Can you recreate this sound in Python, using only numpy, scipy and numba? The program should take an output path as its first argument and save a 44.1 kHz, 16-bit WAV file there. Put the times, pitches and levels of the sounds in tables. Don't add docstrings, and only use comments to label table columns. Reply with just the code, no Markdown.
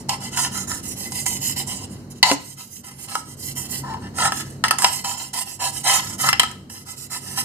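import sys
import numpy as np
from numba import njit
from scipy import signal
from scipy.fft import rfft, irfft
from scipy.io import wavfile
from scipy.ndimage import uniform_filter1d

SR = 44100
rng = np.random.default_rng(int(sys.argv[2]) if len(sys.argv) > 2 else 0)


def voltage_ratio(decibels):
    exponent = np.asarray(decibels, float) / 20
    return 10 ** exponent


def persist_wave(psi):
    counts = np.round(np.clip(psi, -1, 1) * 32767).astype(np.int16)
    wavfile.write(sys.argv[1], SR, np.atleast_2d(counts).T)


N = 328104

# (time [s], peak [dB], place [dB], hardness [dB])
KNOCKS = [(.093, -13.5, -12, -1.5), (.374, -12, 15, -17), (1.12, -24.5, 20, 3), (1.263, -17, 5, -2),
          (1.496, -29.5, 8, 13), (2.2285, 5.5, -13, -18), (2.315, -4.5, 10, -35), (3.153, -11, 10, -13),
          (3.938, -26, 23, -27), (4.185, -13, 7, -9), (4.253, -10, 20, -24), (4.321, -11, 7, -29),
          (4.639, -6.5, 0, -13), (4.682, -12.5, -18, -8), (4.709, -4.5, 3, -4.5), (4.785, -15.5, 0, 3),
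          (4.821, -8.5, 21, -1), (4.844, 1, 3.5, -9.5), (5.046, -19, 5, -11), (5.336, -31.5, -5, -10),
          (6.288, -4, -3, -4.5), (6.329, -5, -1.5, -14), (6.3961, 0, -4.5, -5), (6.433, -7.5, 1, -35),
          (6.513, -31, -11, 0), (6.699, -33, 1, -9), (7.374, -19.5, 10, -23)]
# (frequency [Hz], time to fade by 60 dB [s], level [dB])
WIDE_PANEL = [(710, 0.041, -39), (801, 0.068, 5), (887, 0.073, -1.5), (974, 0.048, 5), (1047, 0.043, 0.5)]
# (frequency [Hz], time to fade by 60 dB [s], level [dB])
NARROW_PANEL = [(1296, 0.072, -2), (1290, 0.035, 4.5), (1428, 0.049, -3.5), (1652, 0.032, -2.5),
                (1778, 0.03, 3.5)]
# (time [s], narrow panel over wide panel [dB])
GRIP = [(0, -8.5), (.8, 4.5), (1.15, -27), (1.8, -14), (2.25, -6.5), (2.9, -1), (3.9, -8), (4.26, 3.5),
        (4.6, 0), (4.85, -8.5), (5.9, -4), (6.3, 1.5), (6.6, 5.5), (7.44, 1)]
# (frequency [Hz], time to fade by 60 dB [s], level [dB])
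RIB_NOTES = [(1994, 0.038, -1.5), (2024, 0.081, -1.5), (2062, 0.057, -4), (2607, 0.029, -3),
             (2881, 0.067, 1.5), (3131, 0.031, 3), (3440, 0.045, 3), (4010, 0.074, -7), (4534, 0.033, -3),
             (4530, 0.04, -7), (5263, 0.029, 7.5)]
# (frequency [Hz], level per Hz [dB])
RIB_CROWD = [(880, -35), (1500, -14.5), (2040, -3), (2380, -8.5), (2890, 0.5), (3520, 1), (3930, 2.5),
             (4800, -7), (6240, -38), (10600, -120)]
# (frequency [Hz], level per Hz [dB])
HISS = [(4700, 7.5), (5200, 5.5), (5800, 5.5), (6600, 8), (7200, 5.5), (8100, 7), (8800, 5), (9900, -7.5),
        (11000, -7), (13000, -11), (15300, -16.5)]


def shell():
    hiss, mid, air, panel = strokes()
    s, peak_db, place_db, hard_db = np.transpose(KNOCKS)
    bounce_s = .0018
    panel_db = peak_db - 11.5 + np.minimum(place_db, 0)
    rib_db = peak_db - 5 - np.maximum(place_db, 0)
    tips = flicks(16000, spread_db=2.0, patchy_db=1.5)
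    tufts = flicks(7000, spread_db=2.5, patchy_db=2.5)
    tick = blows(s, peak_db + hard_db + 0.5, .00002, 0.00043, rattle_db=4.0)
    bang = blows(s, panel_db + 12, .00008, bounce_s, rattle_db=-5.5)
    rib_hit = blows(s, rib_db + 9.0, .00004, bounce_s, rattle_db=-5.0)

    wide_push = tufts * panel * voltage_ratio(2.0) + bang
    sound = ring(wide_push, WIDE_PANEL, place_db=2.5, place_rate=7.7, turn_rad=0.34, count=1)
    narrow_push = (tufts * panel + voltage_ratio(1.0) * bang) * voltage_ratio(curve(GRIP)[0] - 2.5)
    sound += ring(narrow_push, NARROW_PANEL, place_db=7.5, place_rate=6.6, turn_rad=0.7, count=1)

    rib_push = tufts * mid * voltage_ratio(3.5) + rib_hit
    sound += ring(rib_push, RIB_NOTES, place_db=-1.0, place_rate=8, turn_rad=0.89, count=1)
    ribs = crowd(RIB_CROWD, 1550, 4700, .03, count=32)
    sound += voltage_ratio(-4) * ring(rib_push, ribs, place_db=5, place_rate=9, turn_rad=1.5, count=2)

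    hiss_modes = crowd(HISS, 4750, 10600, .035, count=64)
    hiss_push = tips * hiss * voltage_ratio(1.5) + tick
    upper = ring(hiss_push, hiss_modes, place_db=7, place_rate=8, turn_rad=2.5, count=3)
    air_modes = crowd(HISS, 9500, 15300, .035, count=48)
    air_push = tips * air * voltage_ratio(-.5) + voltage_ratio(-12) * tick
    upper += ring(air_push, air_modes, place_db=6, place_rate=8, turn_rad=3, count=3)

    sound += signal.sosfilt(signal.butter(4, 4200, "high", fs=SR, output="sos"), upper)
    sound += cracks(s, peak_db - .4)
    return signal.sosfilt(signal.butter(3, 640, "high", fs=SR, output="sos"), sound)


# (time [s], length
# [s], hiss [dB], swell [dB], weight [dB])
STROKES = [(0.0, 0.052, -52, -25, 0), (.085, 0.08, -34.5, -4, 3.5), (0.211, 0.081, -34.5, -5, -0.5),
           (0.312, .04, -32.5, 10, 0), (0.365, 0.11, -26.5, -3.5, -2), (0.521, 0.13, -34, -4.5, -7.5),
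           (0.68, .13, -36, -13.5, -9), (0.832, 0.11, -34, 0, -19.5), (0.964, 0.13, -34, -3, -14.5),
           (1.111, 0.13, -33.5, 2, -13.5), (1.255, 0.14, -33, -7, -9.5), (1.41, .12, -28, -0.5, -18.5),
           (1.569, .068, -28, -15.5, -8.5), (1.675, 0.19, -42, -30, -3), (1.802, 0.046, -37.5, 13, 0),
           (1.904, .19, -61, -32, -4.5), (2.112, 0.018, -35, -7.5, -13), (2.155, 0.037, -44, 0, -9),
           (2.233, 0.015, -21, -23, 12), (2.245, 0.1, -28, -3, 7), (2.376, 0.17, -48, 8, -21),
        (2.575, 0.14, -47.5, -19.5, -10.5), (2.7, .11, -42, -3.5, -35), (2.844, 0.13, -48, -25, -5.5),
        (2.949, .11, -42, 15.5, -12), (3.085, 0.15, -40, -10, -5.5), (3.234, .11, -47, 8, -12),
        (3.374, .15, -35.5, 9.5, -20), (3.56, 0.13, -36.5, -15, -11.5), (3.696, .12, -33, -7.5, -18.5),
        (3.84, 0.14, -52, -7, 19.5), (4, 0.1, -53, -3, 10), (4.149, 0.075, -29, 16, -0.5),
        (4.169, 0.11, -30.5, 19.5, 8), (4.308, .12, -34.5, 5.5, -6), (4.448, .17, -56, -22, -9),
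           (4.64, 0.037, -29.5, -14, 13.5), (4.711, 0.034, -34, -2, 13), (4.783, .11, -28, 12.5, 2.5),
        (4.906, 0.12, -33.5, -14.5, -9.5), (5.038, 0.12, -33.5, 0, 0.5), (5.175, 0.14, -39.5, -19.5, -3),
        (5.329, 0.1, -30.5, 7.5, -3.5), (5.46, 0.11, -40.5, -9, -10), (5.601, 0.1, -27, 1, -1.5),
        (5.724, 0.099, -35, -5.5, -9), (5.842, .16, -23, -1.5, -3), (5.976, 0.18, -38.5, 3.5, -4),
        (6.19, 0.08, -26, -4, -12.5), (6.246, 0.064, -21.5, -9.5, -1), (6.393, 0.062, -36, -9, 0),
        (6.503, 0.062, -58, -25, 4), (6.694, 0.14, -44.5, -5, -10.5), (6.862, 0.085, -38, -0.5, -9.5),
        (6.966, .1, -38, 0, -18), (7.108, 0.08, -31.5, 1, -7), (7.203, 0.45, -40, 4.5, -8.5),
        (7.364, 0.048, -20.5, 2, -12)]


def strokes():
    power = np.zeros((4, N))
    for s, length, db, swell_db, weight_db in STROKES:
        start = max(int((s - .03) * SR), 0)
        stop = min(int((s + length + .04) * SR), N)
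        t = np.arange(start, stop) / SR - s
        struck = np.min(np.abs(np.array(KNOCKS)[:, 0] - s)) < .009
        rise = np.tanh(t / 0.0034) if struck else np.tanh(t / 0.047 + 0.29)
        fall = np.tanh((length - t) / 0.046 + 0.26)
        speed = np.maximum(rise, 0) * np.maximum(fall, 0)
        along = t / length - .5
        rib_db = -0.5 + 0.32 * weight_db
        air_db = min(-8 - 0.4 * weight_db, -3)
        panel_db = weight_db - 4.5 * along
        shares = voltage_ratio([0 * t, rib_db + 0 * t, air_db + 0 * t, panel_db])
        power[:, start:stop] += (speed * voltage_ratio(db + swell_db * along) * shares) ** 2
    return np.sqrt(power)


def flicks(rate, spread_db, patchy_db):
    size = voltage_ratio(spread_db * rng.exponential(size=N)) * rng.choice([-1., 1.], N)
    clumps = np.repeat(voltage_ratio(patchy_db * walks(90, count=1)[0]), 64)[:N]
    slips = rng.random(N) < rate / SR
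    return unit(size * clumps * slips)


def blows(times, db, push_s, rattle_s, rattle_db):
    force = np.zeros(N)
    force[(np.asarray(times) * SR).astype(int)] = voltage_ratio(db)
    push = signal.lfilter([1 / np.sqrt(push_s * SR / 2)], [1, -np.exp(-1 / (push_s * SR))], force)
    dying = signal.lfilter([1], [1, -np.exp(-1 / (rattle_s * SR))], force)
    return push + voltage_ratio(rattle_db) * dying * rng.standard_normal(N)


def cracks(times, db):
    snap = blows(times, db, .00003, .0016, rattle_db=4)
    snap = signal.sosfilt(signal.butter(1, [1000, 5000], "band", fs=SR, output="sos"), snap)
    left = signal.lfilter([0, 0, 0, .3, .45, .3], [1], snap)
    return np.array([left, snap])


def crowd(colour, low_hz, top_hz, t60_s, count):
    shift, stretch, scatter = rng.standard_normal((count, 3)).T
    hz = np.linspace(low_hz, top_hz, count) + 30 * shift
    return np.transpose([hz, t60_s * np.exp(0.14 * stretch), shape(hz, colour) + 1.5 * scatter])


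# (frequency [Hz], left over right [dB])
SHADE = [(300, -.5), (700, 2), (1300, -1), (2400, 3), (4400, 0), (6000, -4), (8100, -16), (15000, -15)]


def ring(force, modes, place_db, place_rate, turn_rad, count):
    hz, t60, db = np.transpose(modes)[:, :, None]
    decay = np.log(1000) / (np.maximum(t60, .004) * SR)
    pole = np.exp(2j * np.pi * hz / SR - decay)[:, 0]
    place = uniform_filter1d(walks(place_rate, count=len(hz)), count, axis=0) * np.sqrt(count)
    drive = voltage_ratio(db + place_db * np.tanh(place)) * np.sqrt(decay)
    drive = drive * rng.choice([-1, 1], hz.shape)
    turn = turn_rad * walks(5.8, count=len(hz))[:, :1 + N // 64]
    lead = turn - 2 * np.pi * hz * 1e-4
    shade_db = shape(hz, SHADE)
    left = voltage_ratio(shade_db / 2)
    right = voltage_ratio(-shade_db / 2) * np.ones_like(lead)
    ports = np.transpose([left * np.sin(lead), left * np.cos(lead), right], (2, 0, 1))
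    loud = np.sqrt(np.sum(voltage_ratio(db) ** 2) / 4)
    return resonate(force, pole, np.ascontiguousarray(drive.T), np.ascontiguousarray(ports)) / loud


@njit(fastmath=True)
def resonate(force, pole, drive, ports):
    out = np.zeros((2, len(force)))
    re, im = np.zeros(len(pole)), np.zeros(len(pole))
    c, s = pole.real.copy(), pole.imag.copy()
    for i in range(len(force)):
        d, p = drive[i >> 6], ports[i >> 6]
        left, right = 0., 0.
        for m in range(len(pole)):
            turned = re[m] * c[m] - im[m] * s[m] + force[i] * d[m] + 1e-18
            im[m] = re[m] * s[m] + im[m] * c[m]
            re[m] = turned
            left += re[m] * p[0, m] + im[m] * p[1, m]
            right += im[m] * p[2, m]
        out[0, i] = left
        out[1, i] = right
    return out


def walks(rate, count):
    k = max(int(SR / 64 / rate), 1)
    steps = np.repeat(rng.standard_normal((count, N // 64 // k + 3)), k, axis=1)
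    smooth = uniform_filter1d(steps, k, axis=1)
    return 1.4 * uniform_filter1d(smooth, k, axis=1)


def unit(x):
    return x / np.sqrt(np.mean(x ** 2))


def curve(points):
    s, *columns = np.transpose(points)
    return [np.interp(np.arange(N) / SR, s, c) for c in columns]


def shape(hz, points):
    f, db = np.transpose(points)
    return np.interp(np.log(np.maximum(hz, 1)), np.log(f), db)


# (frequency [Hz], time to fade by 60 dB [s], level [dB])
TABLE_NOTES = [(283, .17, 0), (534, .11, -3), (400, .06, -8), (660, .05, -7)]
# (time [s], level [dB])
LANDINGS = [
    (2.3135, -22),
]


def table_thud():
    s, db = np.transpose(LANDINGS)
    push = blows(s, db + 22, .0002, .003, rattle_db=-15)
    thud = ring(push, TABLE_NOTES, place_db=0, place_rate=5, turn_rad=0, count=1)
    return signal.sosfilt(signal.butter(2, 190, "high", fs=SR, output="sos"), thud)


def walls(x):
    t60_s, level_db = 0.24, -12.5
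    t = np.arange(SR // 3) / SR
    noise = rng.standard_normal((2, len(t)))
    dull = uniform_filter1d(noise, size=5, axis=1) * voltage_ratio(-60 * t / t60_s)
    tail = dull + .5 * noise * voltage_ratio(-60 * t / (1.87 * t60_s))
    tail *= np.minimum(t / 0.011, 1) / np.sqrt(np.sum(tail ** 2) / 2)
    return voltage_ratio(level_db) * signal.oaconvolve(x, tail, axes=1)[:, :N]


# (frequency [Hz], width [Hz], level [dB])
DUCT = [(71.4, 11, -7), (98.9, 8.9, 0.5), (136.5, 5.7, 6), (190.6, 7.8, 2), (236.6, 17, -2.5),
        (294, 128, -10.5)]
# (frequency [Hz], level per Hz [dB])
HUSH = [(15, -73), (25, 1), (87, -56), (270, -16), (560, -12.5), (936, -22.5), (1740, -30), (2110, -63),
        (3820, -24), (4370, -23), (4870, -31), (5730, -27.5), (16000, -42)]
# (time [s], rumble level [dB])
RUMBLE = [(0.0, -37.5), (1.86, -37), (1.97, -37.5), (2.59, -50), (2.88, -48), (3.87, -35.5), (4.6, -38.5),
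          (4.76, -40), (5.41, -48), (6.09, -38), (6.4, -39.5), (6.76, -45.5), (7.04, -46.5), (7.44, -39.5)]


def ventilation():
    hz = np.arange(N // 2 + 1) * SR / N
    peaks = sum(voltage_ratio(db) ** 2 / (1 + (2 * (hz - f) / w) ** 2) for f, w, db in DUCT)
    hush = voltage_ratio(-14 + shape(hz, HUSH))
    gain = np.sqrt(peaks * np.minimum(hz / 60, 1) ** 4 + hush ** 2)
    mid, side = rfft(rng.standard_normal((2, N)), axis=1) * gain
    side = side * np.clip(hz / 1300, .09, 1)
    air = irfft(np.array([mid + side, mid - side]), N, axis=1)
    return unit(air) * voltage_ratio(curve(RUMBLE)[0] + 2.0)


# (frequency [Hz], width [Hz])
NOTCHES = [(2420, 130), (3300, 160), (3480, 200), (3640, 300)]


def scene():
    near = shell() + table_thud()
    sound = near + walls(near) + ventilation()
    for hz, width in NOTCHES:
        sound = signal.lfilter(*signal.iirnotch(hz, hz / width, SR), sound)
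    return sound


def roll_off(x):
    return signal.sosfilt(signal.butter(12, 16440, fs=SR, output="sos"), x)


def record(dry):
    top = signal.ellip(10, .3, 60, 15600, fs=SR, output="sos")
    mix = signal.sosfilt(top, np.clip(dry, -1, 1))
    return roll_off(np.clip(mix, -.97, .97))


dry = scene()
out = record(dry)
persist_wave(out)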